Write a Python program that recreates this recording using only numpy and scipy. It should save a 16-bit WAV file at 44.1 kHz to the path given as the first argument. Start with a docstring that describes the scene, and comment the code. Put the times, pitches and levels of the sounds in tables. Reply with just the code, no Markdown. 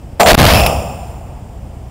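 """Gas launcher in a back yard

A home-made launcher fires. Ignition excites the barrel's modes near 680 Hz; the jet roars, and its gusts
overload the microphone, which chokes in short gaps. A hollow rattle and one knock follow while the
report dies away among the trees, over the low throb of something like an idling engine."""
import sys
import numpy as np
from scipy import signal
from scipy.fft import rfft, irfft
from scipy.io import wavfile

SR = 44100
rng = np.random.default_rng(int(sys.argv[2]) if len(sys.argv) > 2 else 0)


def dump_mix(stems):
    """Bounce the given channels to the path in sys.argv[1] as a 16-bit WAV at rate SR."""
    frames = np.atleast_2d(stems).T  # one column per channel
    limited = np.clip(frames, -1, 1)  # hard clip at full scale
    pcm = np.round(limited * 32767).astype(np.int16)
    wavfile.write(sys.argv[1], SR, pcm)


N = 83790
FIRE_S = .1968

# yard background spectrum: frequency_hz, density_db
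YARD_SPECTRUM = [(20, -14), (45, 3.5), (75, 1), (130, -4), (210, -10.5), (420, -18), (720, -18),
                 (1000, -27.5), (1600, -35.5), (3000, -37), (4100, -47), (5000, -40.5), (6300, -45.5),
                 (8200, -41), (10000, -48.5), (14000, -49), (16000, -49)]
# exhaust resonances: pitch_hz, width_hz, gain_db
EXHAUST_MODES = [(67, 96, -4), (121, 36, -5), (178, 55, -6.5)]
# hollow resonances of the rattle and knock: frequency_hz, density_db
HOLLOW_SPECTRUM = [(600, -5.5), (1800, -13), (2250, -8.5), (2600, 4), (3000, -7.5), (3500, -12.5),
                   (4100, -31), (4800, -11), (5420, -5), (5900, -22), (6700, -28), (8000, -42), (9900, -28),
                   (10580, -10), (11400, -18.5), (12100, -49), (13400, -9), (14300, -33), (16000, -13)]
# deep rumble behind the jet: frequency_hz, density_db
RUMBLE_SPECTRUM = [(20, -2), (45, -8), (72, 4), (110, -7), (160, -22.5), (400, -49)]
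# rumble envelope: time_s, level_db
RUMBLE_ENVELOPE = [(.235, -43), (.265, -8.5), (.34, -15), (.47, -6), (.53, -8.5), (.645, -4.5), (.7, -14.5),
                   (.82, -24.5), (.95, -31.5), (1.1, -26.5), (1.4, -46)]
# buffeting air: frequency_hz, density_db
GUST_SPECTRUM = [(15, -16), (35, -8), (75, -4.5), (135, 8.5), (230, 0.5), (450, -21), (1500, -62)]
# gust envelope: time_s, level_db
GUST_ENVELOPE = [(.2, -34), (.245, -38), (.265, -19), (.31, -7), (.39, -6), (.44, -5), (.49, -16.5),
                 (.54, -9.5), (.6, -21.5), (.7, -26), (1.0, -34.5)]
# pressure surges on the diaphragm: start_s, length_s, polarity
PRESSURE_SURGES = [(.321, 0.0041, -1), (.3258, 0.005, -1), (.3335, .008, 1), (.352, .025, 1),
                   (.3805, 0.0051, 1), (0.3938, 0.002, -1), (0.399, 0.0015, -1), (.4058, 0.00305, -1),
                   (0.4134, 0.002, -1), (.421, .005, -1), (.433, 0.0049, -1), (0.4569, .004, -1),
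                   (0.479, 0.002, -1)]
# gas jet spectrum: frequency_hz, density_db
JET_SPECTRUM = [(40, 3.5), (200, -15.5), (350, -11.5), (600, 3), (900, -4.5), (1500, -6.5), (2800, -7.5),
                (5000, -13.5), (8000, -32), (11000, -19), (16000, -27.5)]
# jet envelope: time_s, level_db
JET_ENVELOPE = [(.196, -20.5), (.204, 0), (.221, -17), (.226, -43), (.255, -28), (.266, -7.5), (.29, -1.5),
                (.35, -3.5), (.41, -3.5), (.46, -4), (.51, -7.5), (.56, -13), (.62, -31), (.68, -46),
                (.76, -80)]
# sharp crackles of the overloaded microphone: start_s, level_db
OVERLOAD_CRACKS = [(.2, -5), (0.205, -4), (.2135, -7), (0.2189, -3), (0.2325, -0.5), (0.2614, 2),
                   (0.5493, -7), (.5995, -3), (0.6053, -2), (0.637, -9)]
# hollow boom of the report: frequency_hz, density_db
REPORT_SPECTRUM = [(60, -29), (190, -17), (330, -17), (520, -7.5), (690, 0), (830, -7.5), (1000, -15.5),
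                   (1250, -16), (1700, -37), (3000, -28), (4100, -42), (5500, -33), (16000, -55)]
# report envelope: time_s, level_db
REPORT_ENVELOPE = [(.197, -20), (.205, -3), (.25, -12.5), (.275, -3.5), (.315, -3.5), (.36, -10),
                   (.5, -11.5), (.58, -11), (.69, -14), (.75, -19.5), (.86, -27), (1.02, -36), (1.15, -45),
                   (1.4, -65)]
# echo from the trees: frequency_hz, density_db
ECHO_SPECTRUM = [(60, -13), (190, -1), (370, -13), (520, -6.5), (720, 2), (900, -4.5), (1200, -14.5),
                 (1700, -25.5), (3000, -28), (4100, -42), (16000, -45)]
# barrel modes: pitch_hz, level_db, t60_s
BARREL_MODES = [(686, -2, 0.26), (755.6, -11, 0.66), (563, -20, 0.26), (474, -10, 0.37), (183, -12, 0.23)]
# high microphone resonances excited by the blast: pitch_hz, width_hz, gain_db
MICROPHONE_RING_MODES = [(7310, 560, 0), (8720, 560, -1), (15330, 800, -6)]
# microphone resonances that colour every sound: pitch_hz, width_hz, gain_db
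MICROPHONE_MODES = [(7222, 184, 1.5), (8600, 150, -2), (16600, 780, -2)]


def undb(db):
    """Amplitude ratio of a level in decibels."""
    return 10 ** (np.asarray(db) / 20)


def unit(x):
    """Normalisation to rms 1."""
    return x / np.sqrt(np.mean(x ** 2))


def since(start_s):
    """Elapsed seconds at every sample."""
    return np.arange(N) / SR - start_s


def fade(age, t60_s):
    """Exponential damping: full level until age 0, then 60 dB down every t60_s."""
    return np.exp(-np.log(1000) * np.maximum(age, 0) / t60_s)


def envelope(points):
    """Gain interpolated in decibels between points, silent outside them."""
    time_s, level_db = np.array(points).T
    return undb(np.interp(since(0), time_s, level_db, left=-np.inf, right=-np.inf))


def flutter(rate_hz, depth_db):
    """Random amplitude modulation, with rate_hz new levels a second."""
    return undb(depth_db * np.interp(since(0) * rate_hz, np.arange(N), rng.standard_normal(N)))


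def noise(spectrum):
    """Spectral shaping of white noise, scaled to rms 1."""
    hz, db = np.array(spectrum).T
    bins_hz = np.maximum(np.fft.rfftfreq(N, 1 / SR), 1)
    gain = undb(np.interp(np.log(bins_hz), np.log(hz), db))
    return unit(irfft(rfft(rng.standard_normal(N)) * gain, N))


def resonate(x, modes):
    """Forced response of parallel resonators, each applied twice for steep sides."""
    response = np.zeros_like(x)
    for pitch_hz, width_hz, gain_db in modes:
        b, a = signal.iirpeak(pitch_hz, pitch_hz / width_hz, fs=SR)
        response += undb(gain_db) * signal.lfilter(b, a, signal.lfilter(b, a, x))
    return response


def yard(level_db=-30.5):
    """Stationary ambient noise, strongest in the bass."""
    return undb(level_db) * noise(YARD_SPECTRUM)


def engine(cycle_hz=14.68, strong_at_s=.0635, jitter_s=.0016, puff_s=.0019, level_db=-28):
    """A train of soft puffs, one weak and one strong per cycle, drives the exhaust resonances."""
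    offbeat_db, scatter_db = -6, .5
    count = int(2 * cycle_hz * N / SR) + 2
    puffs = np.zeros(N)
    for k, (late, weakness) in enumerate(rng.standard_normal((count, 2))):
        age = since(strong_at_s + (k - 1) / (2 * cycle_hz) + jitter_s * late)
        strength = undb(offbeat_db * (k % 2 == 0) - scatter_db * weakness)
        puffs += strength * np.exp(-.5 * (age / puff_s) ** 2)
    return undb(level_db) * unit(resonate(puffs, EXHAUST_MODES))


def rattle(peak_s=.56, rise_s=.069, burst_db=-12.5, tail_db=-25.5):
    """A dense rattle excites a hollow resonator, swelling and then decaying at two rates."""
    age = since(peak_s)
    swell = np.exp(np.minimum(age, 0) / rise_s)
    burst = undb(burst_db) * flutter(rate_hz=180, depth_db=.5) * fade(age, t60_s=.54)
    tail = undb(tail_db) * fade(age, t60_s=1.38)
    return noise(HOLLOW_SPECTRUM) * swell * (burst + tail)


def knock(start_s=.663, ring_db=-1, click_db=-7):
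    """One impact gives a broadband click and a heavily damped hollow ring."""
    age = since(start_s)
    ring = undb(ring_db) * noise(HOLLOW_SPECTRUM) * fade(age, t60_s=.038)
    click = undb(click_db) * noise(JET_SPECTRUM) * fade(age, t60_s=.014)
    return (ring + click) * (age >= 0)


def rumble():
    """Low-frequency noise rolls in behind the jet and outlasts it."""
    return noise(RUMBLE_SPECTRUM) * envelope(RUMBLE_ENVELOPE)


def gusts():
    """Pressure fluctuations in moving air buffet the microphone."""
    return noise(GUST_SPECTRUM) * envelope(GUST_ENVELOPE)


def surges(level_db=12.5, edge_s=.00042):
    """Flat-topped pressure pulses far exceed the diaphragm's linear range."""
    pressure = np.zeros(N)
    for start_s, length_s, polarity in PRESSURE_SURGES:
        age = since(start_s)
        inside_s = np.minimum(age, length_s - age)
        pressure += polarity * np.clip(inside_s / edge_s + .5, 0, 1) ** 2
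    return undb(level_db) * pressure


def microphone_ring(level_db):
    """High microphone resonances ring under broadband excitation."""
    return undb(level_db) * unit(resonate(rng.standard_normal(N), MICROPHONE_RING_MODES))


def overload_crackles(t60_s=.0067):
    """Envelope of the overloaded microphone's sharp transients."""
    return sum(undb(db) * (since(s) >= 0) * fade(since(s), t60_s) for s, db in OVERLOAD_CRACKS)


def jet():
    """Turbulent burning gas radiates a sputtering roar; the overloaded microphone adds crackles."""
    roar = noise(JET_SPECTRUM)
    sputter = flutter(rate_hz=420, depth_db=4)
    return roar * (envelope(JET_ENVELOPE) * sputter + overload_crackles())


def report(echo_db=-27.5, echo_holds_until_s=.64):
    """A hollow boom rings the microphone; scattering from the trees leaves an uneven tail."""
    mic_ring = microphone_ring(level_db=-21)
    boom = (noise(REPORT_SPECTRUM) + mic_ring) * envelope(REPORT_ENVELOPE)
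    echo = noise(ECHO_SPECTRUM) * flutter(rate_hz=22, depth_db=1.1) + mic_ring
    echo_gain = undb(echo_db) * fade(since(echo_holds_until_s), t60_s=3.2) * (since(FIRE_S) > 0)
    return boom + echo * echo_gain


def barrel(attack_s=.004):
    """Ignition sets the barrel and its air into damped free vibration; the microphone rings too."""
    age = np.maximum(since(FIRE_S), 0)
    ring = sum(undb(db) * np.sin(2 * np.pi * hz * age) * fade(age, t60) for hz, db, t60 in BARREL_MODES)
    mic_ring = microphone_ring(level_db=-22) * fade(age, t60_s=.62)
    return (ring + mic_ring) * np.minimum(age / attack_s, 1)


def scene():
    """Superposition of all sources at the microphone, in one channel."""
    blast = barrel() + report() + jet() + gusts() + rumble() + surges()
    return (blast + rattle() + knock() + engine() + yard())[None]


def record(dry, rail=.837, knee=7.5, leak_db=-31.5, bass_cut_hz=70, ceiling=.78, top_hz=15650):
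    """Saturation pins the diaphragm; a high-pass drains its near-constant output, leaving short gaps."""
    drive = np.abs(dry / rail)
    saturated = dry / (1 + drive ** knee) ** (1 / knee)
    # the capsule snaps back near twice its rail, losing part of its output
    snap_loss = .41 * np.exp(-((drive - 2.05) / .2) ** 2)
    capsule = saturated * (1 - snap_loss) + undb(leak_db) * dry
    ringing = capsule + resonate(capsule, MICROPHONE_MODES)
    bass_cut = signal.butter(1, bass_cut_hz, "high", fs=SR, output="sos")
    treble_cut = signal.ellip(10, .1, 70, top_hz, fs=SR, output="sos")
    clipped = np.clip(signal.sosfilt(bass_cut, ringing), -ceiling, ceiling)
    return signal.sosfilt(treble_cut, clipped)


dry = scene()
out = record(dry)
dump_mix(out)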